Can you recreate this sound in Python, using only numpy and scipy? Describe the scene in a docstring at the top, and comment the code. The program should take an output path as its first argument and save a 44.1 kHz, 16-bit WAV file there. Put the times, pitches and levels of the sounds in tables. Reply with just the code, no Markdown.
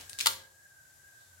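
"""A few seeds tick as the last dry spices slide off a plate into a wide metal pan. A dried chilli
scrapes over the rim and lands with a double clack that makes the pan ring. A small, hard kitchen
echoes each hit, and the plate is taken away with a soft rustle. Behind it all a fan hums and
hisses, and a thin, far whine wavers."""
import sys
import numpy as np
from scipy import signal
from scipy.fft import rfft, irfft, next_fast_len
from scipy.io import wavfile

SR = 44100
rng = np.random.default_rng(int(sys.argv[2]) if len(sys.argv) > 2 else 0)


def store_wav(level_fs):
    """Save 16-bit WAV to argv[1]."""
    pcm = np.round(np.clip(np.atleast_2d(level_fs), -1, 1) * 32767)
    wavfile.write(sys.argv[1], SR, pcm.T.astype(np.int16))


N = 61739

# The chilli lands, one end then the other. A fade time is how long a sound takes to drop 60 dB.
# (time [s], crack level [dB], fade time [s], ring level [dB], ring treble boost [dB per octave])
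LANDINGS = [(0.2594, -13.5, 0.019, -25.5, -3), (0.2674, -15, 0.012, -32, 9), (.2696, -10.5, 0.013, -25, 3)]
# The tone of a crack: (frequency [Hz], level [dB])
CRACK_TONE = [(60, -16.5), (350, -12.5), (640, -7), (760, -16), (900, 0), (1400, 6), (1750, -3.5),
              (2000, 8), (2500, -1), (3200, 10.5), (4600, 5.5), (5300, 3), (7500, 2), (11000, 1.5),
              (15500, -5)]


def chilli_cracks():
    """The brittle pod cracks against the metal."""
    out = np.zeros((2, N))
    for start, db, fade_s, _, _ in LANDINGS:
        add(out, amp(db) * snap(lambda hz: amp(look_up(CRACK_TONE, hz)), fade_s), start)
    return out


# The notes the pan rings with: (pitch [Hz], level [dB], fade time [s])
PAN_NOTES = [(402.4, -36.5, 0.42), (531.7, -30.5, 0.66), (899.7, -7, 0.055), (975.5, -6.5, 0.066),
             (1146, -8.5, 0.031), (1224, -1.5, 0.037), (1288, -10.5, 0.068), (1390, -4, 0.12),
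             (2060, -3, 0.045), (2860, -5, 0.054), (2955, -8, 0.061), (3045, -11, 0.035), (3460, -8, .055),
             (3600, -12, 0.1), (4234, -0.5, 0.038), (4717, 0.5, 0.024), (4830, -9.5, 0.054),
             (5920, -1.5, 0.019), (7210, -3.5, 0.022), (8080, -10, 0.011)]


def pan_ring(pivot_hz=2500, after_ring_db=-22, right_lag_s=0.0002):
    """Each landing rings the pan with its own strength and brightness; a faint after-ring lingers."""
    out, t = np.zeros((2, N)), np.arange(SR // 2) / SR
    hz, db, fade_s = np.transpose(PAN_NOTES)[:, :, None]
    after_ring = amp(after_ring_db) * hit_shape(t, look_up(ECHO_FADE, hz))
    notes = (hit_shape(t, fade_s) + after_ring) * np.exp(2j * np.pi * hz * t)
    stereo_lag = np.exp(-2j * np.pi * hz * [0, right_lag_s])
    for start, _, _, ring_db, treble_db in LANDINGS:
        strength = amp(ring_db + db + treble_db * np.log2(hz / pivot_hz))
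        phase = np.exp(2j * np.pi * rng.random(hz.shape))
        add(out, ((strength * phase * stereo_lag).T @ notes).real, start)
    return out


# Light touches of seeds and chilli skin:
# (time [s], level [dB], fade time [s], husk pitch [Hz], husk level [dB])
TOUCHES = [(.0092, -38.5, 0.018, 6150, -12), (0.043, -48, 0.0075, 3030, 8), (.0950, -32, 0.016, 9200, 3.5),
           (0.131, -28.5, 0.0073, 4350, -1), (0.182, -39, 0.0057, 7730, -2), (0.1876, -23, 0.012, 7500, -9),
           (0.193, -27, .02, 4000, -2), (0.203, -21.5, 0.015, 2520, 10.5), (0.2085, -17.5, 0.011, 2470, -1),
           (0.21, -15.5, 0.0083, 3670, 10)]
# The tone all ticks share: (frequency [Hz], level [dB])
TICK_TONE = [(150, -20.5), (850, -16.5), (1300, -10), (2000, -4.5), (4000, 1.5), (7500, -3), (11000, -9.5),
             (15500, -11)]


def spice_ticks(sharpness=4.65):
    """Each light touch is a dry snap, boosted around the pitch at which the husk vibrates."""
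    out = np.zeros((2, N))
    for start, db, fade_s, pitch, husk_db in TOUCHES:
        husk = lambda hz: amp(husk_db) / (1 + (sharpness * (hz / pitch - pitch / (hz + 1))) ** 2)
        add(out, amp(db) * snap(lambda hz: amp(look_up(TICK_TONE, hz)) + husk(hz), fade_s), start)
    return out


# How long the echo lasts: (frequency [Hz], fade time [s])
ECHO_FADE = [(150, 0.36), (500, 0.7), (1200, 0.36), (4000, 0.35), (8000, 0.28), (15000, 0.27)]
# The tone the echo starts with: (frequency [Hz], level [dB])
ECHO_TONE = [(150, 20), (500, 0.5), (1200, 0.5), (3000, -2.5), (7000, 1.5), (15000, 4)]


def kitchen_echo(x, wall_delay_s=.003):
    """Hard walls close by throw back a dense echo whose treble dies first."""
    hz, t, bands = signal.stft(noise(np.ones_like)[:, :SR], SR, nperseg=256)
    db = look_up(ECHO_TONE, hz)[:, None] - 60 * t / look_up(ECHO_FADE, hz)[:, None]
    tail = signal.istft(bands * amp(db), SR, nperseg=256)[1]
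    tail /= np.linalg.norm(tail[0])
    tail = np.pad(tail, ((0, 0), (int(wall_delay_s * SR), 0)))
    return signal.fftconvolve(x, tail, axes=1)[:, :N]


# The tone of the echo heard at the start: (frequency [Hz], level [dB])
FADING_ECHO_TONE = [(150, -2), (500, 3), (1300, 1.5), (3000, 3.5), (7500, -2.5), (15000, -9.5)]


def fading_room_echo(start_db=-48.5, fall_db_per_s=147):
    """The room's echo of earlier hits dies away at the start."""
    return amp(start_db - fall_db_per_s * np.arange(N) / SR) * toned_noise(FADING_ECHO_TONE)


# The tone of the plate's rustle: (frequency [Hz], level [dB])
PLATE_TONE = [(150, -20), (450, -5), (900, -2), (2500, -14), (3600, 5.5), (4800, 1), (8000, -1),
              (15000, -14)]


def plate_rustle(peak_s=1.233, width_s=0.072, peak_db=-66.5):
    """Soft noise swells and fades as the plate is taken away."""
    swell = np.exp(-((np.arange(N) / SR - peak_s) / width_s) ** 2 / 2)
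    return amp(peak_db) * swell * toned_noise(PLATE_TONE)


# The tone of the fan's hiss and rumble: (frequency [Hz], level [dB])
HISS_TONE = [(110, -25), (200, -31), (250, -8.5), (400, -4.5), (480, -9), (560, 0), (850, -3), (1050, -6),
             (1400, -5), (1850, -1.5), (2300, -9), (3400, -7.5), (4800, -5.5), (6300, -2.5), (7600, 0.5),
             (8800, -4), (12000, -3.5), (15500, -10.5)]
RUMBLE_TONE = [(20, -39), (33, -6), (48, -14), (68, -7), (88, -4), (110, -4.5), (130, -5), (165, -15),
               (260, -22.5), (600, -35.5)]
# Which side the hiss is on: (frequency [Hz], left minus right [dB])
HISS_BALANCE = [(300, -2), (1500, 1.5), (3000, 0.5), (7300, 7), (11000, 3), (15000, 0.5)]
# How each part of the fan rises and falls: (time [s], level [dB])
HISS_LOUDNESS = [(0, -56), (.5, -63.5), (.62, -63), (.78, -63.5), (.9, -62), (1.05, -61.5), (1.22, -62.5),
                 (1.4, -61.5)]
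RUMBLE_LOUDNESS = [(0, -65), (.35, -66), (.52, -72.5), (1.2, -72.5), (1.4, -71)]
HUM_LOUDNESS = [(0, -62.5), (.1, -64), (.18, -77), (.27, -66), (.36, -63.5), (.5, -82), (.86, -84),
                (.93, -73), (1.0, -84), (1.22, -85), (1.3, -68.5), (1.4, -65.5)]


def fan(hum_hz=89):
    """A fan makes a hiss of air, a low rumble and a hum that swells and fades."""
    hiss = amp(over_time(HISS_LOUDNESS)) * balanced(toned_noise(HISS_TONE), HISS_BALANCE)
    rumble = amp(over_time(RUMBLE_LOUDNESS)) * toned_noise(RUMBLE_TONE)
    hum = amp(over_time(HUM_LOUDNESS)) * np.sqrt(2) * np.sin(2 * np.pi * hum_hz * np.arange(N) / SR)
    return hiss + rumble + hum


# How the whine wavers: (time [s], pitch [Hz], level [dB])
WHINE_PATH = [(0, 1602, -66.5), (.14, 1635, -56.5), (.3, 1620, -59), (.46, 1625, -60), (.53, 1610, -68.5),
              (.63, 1640, -60), (.74, 1580, -62), (.88, 1545, -61), (.95, 1570, -67.5), (1.05, 1598, -60),
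              (1.17, 1592, -60.5), (1.27, 1554, -65.5), (1.37, 1545, -62.5), (1.4, 1466, -59)]


def far_whine(split_hz=24, width_hz=20, halo_hz=170, halo_db=-13, right_db=1):
    """Two close, fuzzy tones flutter against each other and drift down inside a faint, airy halo."""
    pitch, db = over_time(WHINE_PATH)
    out = np.zeros((2, N))
    parts = (-split_hz, width_hz, 0), (split_hz, width_hz, 0), (halo_hz / 2, halo_hz, halo_db)
    for offset, width, part_db in parts:
        wobble = filtered(rng.standard_normal((2, 2, N)), lambda hz: 1 / (1 + (hz / width) ** 2))
        phase = 2 * np.pi * np.cumsum(pitch + offset) / SR
        out += amp(part_db) * normalised(wobble[0] * np.cos(phase) + wobble[1] * np.sin(phase))
    return amp(db) * normalised(out) * amp([[0], [right_db]])


# How alike the two sides sound: (frequency [Hz], likeness [1 = the same, 0 = unrelated])
STEREO_LIKENESS = [(60, 0.8), (130, .8), (290, .65), (640, .27), (1400, -0.049), (3000, 0.22), (15000, 0)]


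def stereo_shares(hz):
    """Gains for what left and right share (mostly bass) and for what sets them apart."""
    angle = np.arccos(np.clip(look_up(STEREO_LIKENESS, hz), -1, 1)) / 2
    return np.array([np.cos(angle), np.sin(angle)])


def snap(gain, fade_s, samples=4096):
    """A few milliseconds of random stereo crackle, its tone set by gain(hz)."""
    shape = hit_shape(np.arange(samples) / SR, fade_s)
    hz = np.fft.rfftfreq(2 * samples, 1 / SR)
    shared, apart = rfft(rng.standard_normal((2, samples)) * shape, 2 * samples) * stereo_shares(hz)
    flat_spectrum = np.exp(1j * np.angle([shared + apart, shared - apart]))
    x = irfft(flat_spectrum * gain(hz))[:, :samples]
    return x * np.linalg.norm(shape) / np.linalg.norm(x, axis=1, keepdims=True)


def hit_shape(t, fade_s, rise_s=.0005):
    """The loudness of a hit: a quick rise, then a smooth fade."""
    return (1 - np.exp(-t / rise_s)) * np.exp(-np.log(1000) * t / fade_s)


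def noise(gain):
    """Noise from all around, its tone set by gain(hz)."""
    shared, apart = filtered(rng.standard_normal((2, N)), lambda hz: gain(hz) * stereo_shares(hz))
    return normalised(np.array([shared + apart, shared - apart]))


def toned_noise(tone):
    """Noise shaped by a tone table."""
    return noise(lambda hz: amp(look_up(tone, hz)))


def thinned(x, cutoff_hz=312):
    """Light things give off little bass."""
    return signal.sosfilt(signal.butter(2, cutoff_hz, 'high', fs=SR, output='sos'), x)


def balanced(x, balance):
    """Tip each frequency to the left or right."""
    return filtered(x, lambda hz: amp(np.outer([.5, -.5], look_up(balance, hz))))


def filtered(x, gain):
    """Turn each frequency up or down by gain(hz)."""
    size = next_fast_len(N + SR // 2)
    return irfft(rfft(x, size) * gain(np.fft.rfftfreq(size, 1 / SR)), size)[..., :N]


def look_up(table, hz):
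    """Read between the rows of a frequency table, on an octave scale."""
    frequencies, values = np.transpose(table)
    return np.interp(np.log(hz + 1), np.log(frequencies + 1), values)


def over_time(table):
    """One value per sample for each column after the time."""
    times, *columns = np.transpose(table)
    return [np.interp(np.arange(N) / SR, times, column) for column in columns]


def amp(db):
    """Turn decibels into a gain."""
    return 10 ** (np.asarray(db) / 20)


def normalised(x):
    """Scale to an average strength (rms) of 1."""
    return x / np.sqrt(np.mean(x ** 2) + 1e-20)


def add(out, x, start_s):
    """Mix x into out at a given time."""
    part = out[:, round(start_s * SR):][:, :x.shape[1]]
    part += x[:, :part.shape[1]]


# Which side the near sounds and the room are on: (frequency [Hz], left minus right [dB])
NEAR_BALANCE = [(300, 4), (1200, -4), (2400, 3.5), (4400, 1), (8000, 9.5), (11000, 10.5), (15000, 0)]
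ROOM_BALANCE = [(300, 0), (1300, 0), (2400, -3.5), (4400, 2.5), (8000, 4), (15000, -1.5)]


def scene(tick_echo_db=1, crack_echo_db=-1):
    """The spices and the pan up close, then the room, then the background."""
    ticks, cracks, ring = thinned(spice_ticks()), thinned(chilli_cracks()), thinned(pan_ring())
    near = balanced(ticks + cracks + ring, NEAR_BALANCE)
    echo = amp(tick_echo_db) * kitchen_echo(ticks) + amp(crack_echo_db) * kitchen_echo(cracks)
    room = balanced(echo + fading_room_echo(), ROOM_BALANCE)
    return near + room + fan() + far_whine() + plate_rustle()


def record(dry, low_hz=41, top_hz=15900):
    """Drop the deepest bass and the highest treble."""
    return filtered(dry, lambda hz: (hz < top_hz) * (1 - 1 / (1 + (hz / low_hz) ** 10)))


dry = scene()
out = record(dry)
store_wav(out)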